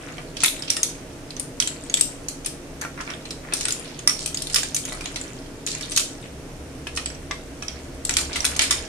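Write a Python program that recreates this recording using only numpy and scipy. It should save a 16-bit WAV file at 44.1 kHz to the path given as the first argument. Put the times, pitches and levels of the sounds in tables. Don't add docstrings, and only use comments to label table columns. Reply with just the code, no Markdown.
import sys
import numpy as np
from scipy import signal
from scipy.fft import rfft, irfft, next_fast_len
from scipy.io import wavfile
from scipy.ndimage import uniform_filter1d

SR = 44100
rng = np.random.default_rng(int(sys.argv[2]) if len(sys.argv) > 2 else 0)


def transcribe(signal):
    frames = np.atleast_2d(signal).T
    limited = np.clip(frames, -1, 1)
    pcm = np.round(limited * 32767).astype(np.int16)
    wavfile.write(sys.argv[1], SR, pcm)


N = 391593
TIME_S = np.arange(N) / SR
CUTOFF_HZ = 14500
HIT_SIZE = 8192
HIT_TIME_S = np.arange(HIT_SIZE) / SR


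def from_db(db):
    return 10 ** (np.asarray(db) / 20)


def rms_one(x):
    return x / np.sqrt(np.mean(x ** 2) + 1e-20)


def unit_hit(x):
    reference_s = .01
    return rms_one(x) * np.sqrt(reference_s * SR / x.shape[-1])


def at_hz(points, hz):
    table_hz, value = np.transpose(points)
    return np.interp(np.log(np.maximum(hz, 1)), np.log(table_hz), value)


def level(curve):
    return from_db(np.interp(TIME_S, *np.transpose(curve)))


def dying(t, t60):
    return np.exp(-np.log(1000) * t / t60)


def freqs(size):
    return np.arange(size // 2 + 1) * SR / size


def colour(x, points):
    size = 2 * next_fast_len(N // 2 + HIT_SIZE)
    cepstrum = irfft(np.log(from_db(at_hz(points, freqs(size)))))
    cepstrum[1:size // 2] *= 2
    cepstrum[size // 2 + 1:] = 0
    response = np.exp(rfft(cepstrum))
    return irfft(rfft(x, size) * response)[..., :N]


def band(x, low_hz, high_hz):
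    return signal.sosfilt(signal.butter(2, [low_hz, high_hz], "band", fs=SR, output="sos"), x)


def ring(clicks, hz, t60):
    shrink = dying(1 / SR, t60)
    turn = 2 * np.pi * hz / SR
    return signal.lfilter([0, np.sin(turn)], [1, -2 * shrink * np.cos(turn), shrink ** 2], clicks + 1e-18)


def grains(per_s, spread_db, low_hz, high_hz, cycles, count):
    born = np.flatnonzero(rng.random(N) < per_s / SR)
    sizes = from_db(spread_db * np.minimum(rng.exponential(1, len(born)), 4))
    chosen = rng.integers(0, count, len(born))
    at_ports = rng.standard_normal((2, len(born)))
    out = 0
    for k, hz in enumerate(np.geomspace(low_hz, high_hz, count)):
        clicks = np.zeros((2, N))
        clicks[:, born] = sizes * at_ports * (chosen == k)
        out = out + ring(clicks, hz, cycles / hz) * hz / low_hz
    return rms_one(out)


def add(out, s, sound):
    start = round(s * SR)
    out[..., start:start + HIT_SIZE] += sound


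def hood(air_db=-41.0):
    # pitch_hz, level_db per Hz (relative)
    air_shape = [(15, -20), (30, 11), (46, -11.5), (70, 0), (90, -8), (125, 3), (200, -7.5), (280, -4.5),
                 (400, -4), (640, -9), (900, -15), (2000, -21), (4000, -28), (12000, -28.5)]
    # pitch_hz, half_width_hz, level_db
    duct_modes = [(31, 7, -53.5), (70.3, 3.9, -56), (153.17, 1.15, -51.5), (275.8, 28, -46),
                  (343, 4, -55.5), (475.6, 8.3, -55.5), (633.7, 16.4, -54.5)]
    # pitch_hz, likeness (0 to 1)
    likeness = [(60, 0.93), (130, 0.99), (290, 0.92), (640, 0.72), (1400, 0.15), (3000, 0.03)]
    size = 2 * next_fast_len(N // 2 + 1)
    hz = freqs(size)
    power = (from_db(air_db) * rms_one(from_db(at_hz(air_shape, hz)))) ** 2
    for centre, half_width, db in duct_modes:
        power += (from_db(db) * rms_one(1 / (1 + ((hz - centre) / half_width) ** 2))) ** 2
    alike = at_hz(likeness, hz)
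    mid, side = rfft(rng.standard_normal((2, size)))
    ports = np.sqrt(1 + alike) * mid + np.sqrt(1 - alike) * side * [[1], [-1]]
    return irfft(np.sqrt(power) * ports)[:, :N]


def simmer(level_db=-42.0, spit_db=0.5):
    # pitch_hz, level_db per Hz (relative)
    fizz = [(800, 1), (1500, 8.5), (3000, -20.5), (6000, 4.5), (9000, -7), (14000, 15)]
    unevenness = rms_one(uniform_filter1d(rng.standard_normal(N), size=40))
    bursts = rng.standard_normal((2, N)) * from_db(spit_db * unevenness)
    return from_db(level_db) * rms_one(colour(bursts, fizz))


def hob():
    # time_s, level_db
    rumble_curve = [(0, -57), (6.2, -55.5), (6.6, -43), (8.88, -38)]
    # time_s, level_db
    rub_curve = [(7.6, -47), (8.1, -43), (8.88, -40.5)]
    rumble = rms_one(band(rng.standard_normal(N), low_hz=59.7, high_hz=78.5))
    rub = rms_one(band(rng.standard_normal(N), low_hz=129, high_hz=510))
    return level(rumble_curve) * rumble + level(rub_curve) * rub


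def kitchen(x, first_echo_s=0.0017, build_s=0.0011):
    # pitch_hz, t60_s
    room_t60 = [(500, 0.06), (3000, 0.3), (7000, 0.3347), (13000, 0.23)]
    # pitch_hz, level_db
    room_level = [(500, 2.5), (3000, -3), (7000, -3), (13000, -2.5)]
    t = np.arange(SR // 2) / SR
    onset = np.clip((t - first_echo_s) / build_s, 0, 1)
    edges = np.geomspace(350, CUTOFF_HZ, 9)
    response = 0
    for low, high in zip(edges, edges[1:]):
        hz = np.sqrt(low * high)
        envelope = rms_one(onset * dying(t, at_hz(room_t60, hz))) / np.sqrt(len(t))
        echoes = band(rng.standard_normal((2, len(t))), low, high)
        response = response + from_db(at_hz(room_level, hz)) * echoes * envelope
    return signal.fftconvolve(x, response, axes=1)[:, :N]


def effort():
    # start_s, end_s, grating_db, sauce_db
    strokes = [(0, 0.114, -52, -49), (0.363, 0.797, -48, -48.5), (1.6, 2.07, -54, -53.5),
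               (2.974, 3.133, -52, -55), (3.51, 3.8, -49, -49.5), (4.1, 4.797, -46.5, -56),
               (4.85, 5.245, -47, -48.5), (5.677, 5.975, -42, -52), (6.943, 7.2, -70, -60),
               (7.604, 7.767, -53.5, -57), (8.066, 8.753, -41.5, -42)]
    attack_s, release_t60_s = 0.036, 0.79
    out = from_db(-63.5)
    for start_s, end_s, grit_db, sauce_db in strokes:
        swell = np.clip((TIME_S - start_s) / attack_s + .5, 0, 1)
        envelope = swell * dying(np.maximum(TIME_S - end_s, 0), release_t60_s)
        out = out + from_db([[grit_db], [sauce_db]]) * envelope
    return out


def stirring():
    # pitch_hz, level_db (relative)
    grit_colour = [(1500, -30.5), (3000, 4), (5000, 2), (8000, 2), (14000, -7)]
    contacts = grains(per_s=270, spread_db=2.5, low_hz=2330, high_hz=13200, cycles=31, count=12)
    grit = rms_one(colour(contacts, grit_colour))
    sauce = grains(per_s=330, spread_db=-0.5, low_hz=830, high_hz=2580, cycles=8.8, count=8)
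    grit_gain, sauce_gain = effort()
    return grit_gain * grit + sauce_gain * sauce


def scrapes(slips_per_s=350, spread_db=2.5, width=1.59, skirt_db=-4.0):
    # start_s, end_s, level_db, centre_hz
    scrape_table = [(0.079, 0.135, -48, 1520), (0.404, .447, -29.5, 4700), (0.443, 0.461, -23, 2850),
                    (0.677, 0.72, -35.5, 3400), (2.812, 2.841, -33.5, 1260), (2.976, 3.021, -35.5, 1390),
                    (3.075, 3.127, -36.5, 1590), (3.432, 3.517, -46, 1500), (3.558, 3.64, -37.5, 5900),
                    (3.845, 3.97, -48, 3550), (4.184, 4.244, -36.5, 5830), (4.524, 4.555, -32, 6500),
                    (5.684, 5.728, -33.5, 5430), (5.901, 5.976, -40.5, 5500), (6.228, 6.26, -47, 2190),
                    (6.952, 6.976, -32.5, 7450), (8.331, 8.373, -34, 3970)]
    slip_t60_s = .006
    out = np.zeros((2, N + HIT_SIZE))
    for start_s, end_s, db, centre_hz in scrape_table:
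        length = end_s - start_s
        slips = (rng.random(HIT_SIZE) < slips_per_s / SR) * (HIT_TIME_S < length)
        slips[0] = True
        sizes = from_db(spread_db * rng.standard_normal(HIT_SIZE))
        force = signal.lfilter([1], [1, -dying(1 / SR, slip_t60_s)], slips * sizes)
        edges = centre_hz / width, centre_hz * width
        core, skirt = band(force * rng.standard_normal((2, 2, HIT_SIZE)), *edges)
        sound = band(core, *edges) + from_db(skirt_db) * skirt
        add(out, start_s, from_db(db) * rms_one(sound) * np.sqrt(length / HIT_TIME_S[-1]))
    return out[:, :N]


def knock(hardness_db, tilt_share=0.21, scatter_db=5.5, detune=0.059, port_phase=0.51):
    # pitch_hz, level_db, t60_s
    pan_modes = [(835, -4, 0.074), (1090, 8, 0.011), (1225, -8.5, 0.028), (1245, 0, 0.084),
                 (1540, 6.5, 0.026), (1937, 2.5, 0.056), (2274, 0.5, 0.011), (2480, 8, 0.036),
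                 (3280, -18, 0.015)]
    hz, db, t60 = np.transpose(pan_modes)[:, :, None]
    strength, shift, left, right = rng.standard_normal((4, len(hz), 1))
    phase = 2 * np.pi * hz * (1 + detune * shift) * HIT_TIME_S + port_phase * np.array([left, right])
    tilt_db = tilt_share * hardness_db * np.log2(hz / hz[0])
    gains = rng.choice([-1, 1], hz.shape) * from_db(db + scatter_db * strength + tilt_db)
    return unit_hit((gains * np.sin(phase) * dying(HIT_TIME_S, t60)).sum(axis=1))


def shell(hz, spread=0.0495, overtone=2.0, count=5):
    overtone_db, neighbours_db = -9.0, -3.5
    t60_s = .019
    partials = hz * np.r_[1, overtone, 1 + spread * rng.standard_normal(count)][:, None]
    gains = from_db(np.r_[0, overtone_db, np.full(count, neighbours_db)])[:, None]
    gains = gains * (partials < CUTOFF_HZ)
    sines = np.sin(2 * np.pi * (partials * HIT_TIME_S + rng.random((2, len(partials), 1))))
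    return unit_hit((gains * sines * dying(HIT_TIME_S, t60_s * hz / partials)).sum(axis=1))


def clack(brightness, chatter_t60, low_hz=2200, slip_db=1.0, lumps_db=2.5):
    hz = freqs(HIT_SIZE) + 1
    shape = from_db(brightness * np.log2(hz / low_hz)) / np.sqrt(1 + (low_hz / hz) ** 4)
    shape = shape * (hz < CUTOFF_HZ)
    lumps = np.interp(hz, np.linspace(0, CUTOFF_HZ, 36), rng.standard_normal(36))
    noise = rfft(rng.standard_normal((2, HIT_SIZE)))
    dense_modes = irfft(noise * shape * from_db(lumps_db * lumps))
    slips = rms_one(uniform_filter1d(rng.standard_normal(HIT_SIZE), size=70))
    rise = 1 - np.exp(-HIT_TIME_S / (.025 * chatter_t60))
    return unit_hit(dense_modes * rise * dying(HIT_TIME_S, chatter_t60) * from_db(slip_db * slips))


def shell_hit(shell_hz, ring_db, brightness, chatter_t60, pan_db):
    blow = clack(brightness, chatter_t60) + from_db(pan_db) * knock(hardness_db=-pan_db)
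    ringing = from_db(ring_db) * shell(shell_hz)
    return np.array([blow, ringing]) / np.hypot(1, from_db(ring_db))


def spoon_knocks(gain_db=-9.5, loose_shell_hz=5700, loose_shell_db=-16.0):
    # (relative, before gain_db)
    knock_table = [(0.182, -28), (0.435, -17.5), (0.768, -24), (2.85, -21), (2.979, -30), (3.524, -24.5),
                   (3.684, -25), (4.074, -15), (4.56, -24), (4.632, -23.5), (4.922, -24.5), (5.009, -28),
                   (6.869, -24.5), (6.975, -19.5), (7.31, -18), (7.624, -26), (8.358, -19.5),
                   (8.444, -18.5)]
    out = np.zeros((2, N + HIT_SIZE))
    for s, db in knock_table:
        ringing = from_db(loose_shell_db) * shell(loose_shell_hz, spread=.015)
        add(out, s, from_db(db + gain_db) * (knock(hardness_db=-2.0) + ringing))
    return out[:, :N]


def tumbles(gain_db=-8.5, pitch_spread=0.165, count=2):
    # start_s, level_db (relative, before gain_db), first_shell_hz,
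    # chatter_t60_s, brightness (dB per octave)
    tumble_table = [(0.4349, -2.5, 9620, 0.041, 4.5), (2.4603, -15, 9050, 0.044, 3),
                    (4.2598, -13.5, 8360, 0.028, 4.5), (4.5439, -6, 5160, 0.035, 6),
                    (4.559, -6.5, 5130, 0.039, -0.5), (5.6725, -18.5, 4040, 0.035, 0),
                    (5.9737, -4.5, 6320, 0.047, 1), (8.0936, -11.5, 6490, 0.019, -1.5),
                    (8.1678, -6.5, 3270, 0.029, 1), (8.3578, -15.5, 2940, 0.048, -1.5),
                    (8.4507, -7, 8550, 0.022, 1), (8.5925, -7, 6640, 0.023, -4),
                    (8.6174, -8.5, 7770, 0.087, -2), (8.7084, -6, 6570, 0.043, -1.5)]
    ring_db, pan_db = -8.5, -15.5
    mean_gap_s, loss_db = .016, 9
    out = np.zeros((2, 2, N + HIT_SIZE))
    for s, db, shell_hz, chatter_t60, brightness in tumble_table:
        for k in range(count):
            hit = shell_hit(shell_hz, ring_db, brightness, chatter_t60, pan_db)
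            add(out, s, from_db(db + gain_db - k * loss_db) * hit)
            s = s + mean_gap_s * (.5 + rng.random())
            shell_hz = shell_hz * np.exp(pitch_spread * rng.standard_normal())
    return out[..., :N]


def clinks(gain_db=-10.5):
    # start_s, level_db (relative, before gain_db), shell_hz,
    # ring_db (against the clack), brightness (dB per octave)
    clink_table = [(.181, -27.5, 3000, -9, -10.5), (.368, -21, 3400, -12, -4), (.46, -1, 3330, -13, 16),
                   (.482, -9.5, 3700, -2, 17), (.623, -19.5, 5170, 4.5, -1.5), (.702, -6.5, 5820, -3.5, 2),
                   (0.766, -13.5, 5400, -8, 1), (.831, -3.5, 6550, -3.5, 4.5),
                   (1.306, -25.5, 4570, 3, -3.5), (1.366, -24.5, 6150, 4, -4), (1.397, -11, 9070, 3, 4.5),
                   (1.601, -6, 5890, -1.5, -0.5), (1.624, -13.5, 3180, 2, -1), (1.674, -12, 7670, 3, -0.5),
                   (1.898, -18.5, 6600, 6, -5), (1.9405, -4.5, 7720, 5, 1), (1.941, -13, 3500, 11, 5),
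                   (1.972, -13.5, 3470, -5, -1.5), (1.995, -19, 7970, -1, 6), (2.01, 0, 8120, 4, 5),
                   (2.285, -13.5, 6230, -4, 5.5), (2.447, -24, 6400, -1, -1), (2.4599, -12, 9780, 6, 6),
                   (2.813, -17, 6400, -8, 3), (3.008, -24.5, 5650, -5, -3), (3.102, -24, 5700, -3, -5),
                   (3.137, -25, 3320, 2, -13), (3.254, -26, 4260, -4, -6), (3.307, -19, 5320, -2, -2.5),
                   (3.524, -19, 3400, -10, -11), (3.536, -7.5, 9330, -6, 3), (3.609, -15, 7130, -5, -1),
                   (3.653, -10, 8260, 5.5, -6), (3.683, -12.5, 3800, -17, -0.5), (3.706, -14, 4840, -5, 2),
                   (3.723, -11, 6850, 4, 6), (3.991, -23, 6440, 2, -3), (4.0751, 0, 5560, 2, 2.5),
                   (4.076, -10, 9260, 12, 6), (4.095, -10, 5660, 3, -4), (4.345, -15.5, 6820, 7, 0),
                   (4.347, -19, 8000, 8, 0), (4.372, -16, 4900, -2, 3), (4.42, -14, 9450, -9, 3),
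                   (4.47, -19, 3750, 0, 1), (4.498, -22, 7250, -5, -2), (4.632, -14, 6970, -1, -1),
                   (4.746, -6.5, 6200, -7, 7.5), (4.764, -9, 6850, -6, 3.5), (4.852, -17, 6540, -2, 3),
                   (4.923, -23, 3850, -7, 1), (5.008, -24.5, 3050, -15, 0), (5.057, -18.5, 6640, -5, -8),
                   (5.159, -16, 5340, -7, -4.5), (5.213, -20, 7170, 11, -7), (5.665, -14, 6900, 1.5, 2),
                   (5.75, -19.5, 6680, 5, -4), (5.809, -21.5, 5000, -10, -2.5),
                   (5.918, -17.5, 9300, -5, -1), (5.963, -6.5, 6900, -3, 3.5), (6.87, -21, 3080, 2.5, -2.5),
                   (6.973, -15, 4070, -6, -3.5), (7.059, -13.5, 7730, 7, -4.5), (7.101, -28, 5700, 0, -10),
                   (7.148, -32, 5800, 4, -11), (7.311, -18, 5760, -6, -6.5), (7.624, -22.5, 5660, 1, -2),
                   (7.683, -17.5, 5600, 6.5, -6), (8.05, -11.5, 7570, 1.5, 5), (8.139, -15.5, 6500, 0, 1),
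                   (8.21, -16, 7450, -3, 4), (8.405, -15, 5760, 4, 3), (8.445, -13, 9100, -3, 4),
                   (8.564, -14.5, 6550, -3, 2.5)]
    middling_db, middling_t60_s = -15.5, 0.036
    shortening = .2
    out = np.zeros((2, 2, N + HIT_SIZE))
    for s, db, shell_hz, ring_db, brightness in clink_table:
        chatter_t60 = middling_t60_s * from_db(shortening * (middling_db - db))
        hit = shell_hit(shell_hz, ring_db, brightness, chatter_t60, pan_db=-27.5)
        add(out, s, from_db(db + gain_db) * hit)
    return out[..., :N]


def scene():
    ring_room_db = -5.0
    blows, rings = clinks() + tumbles()
    pan = blows + spoon_knocks() + scrapes() + stirring()
    echoes = kitchen(pan + from_db(ring_room_db) * rings)
    return pan + rings + echoes + simmer() + hood() + hob()


def record(dry):
    # pitch_hz, level_db
    left_port = [(1000, -2.5), (2500, 1.5), (4000, 2), (5700, -3.5), (7000, 1), (9400, 5.5), (11500, -7.5),
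                 (14000, -18)]
    right_port = [(1000, -1.77), (2500, 2.5), (4000, 2.5), (5700, 5), (7500, 1), (9400, -10), (11500, -15),
                  (14000, -22.5)]
    ports = np.array([colour(dry[0], left_port), colour(dry[1], right_port)])
    clipped = np.clip(ports, -.85, .85)
    return signal.sosfilt(signal.ellip(8, .2, 80, CUTOFF_HZ, fs=SR, output="sos"), clipped)


dry = scene()
out = record(dry)
transcribe(out)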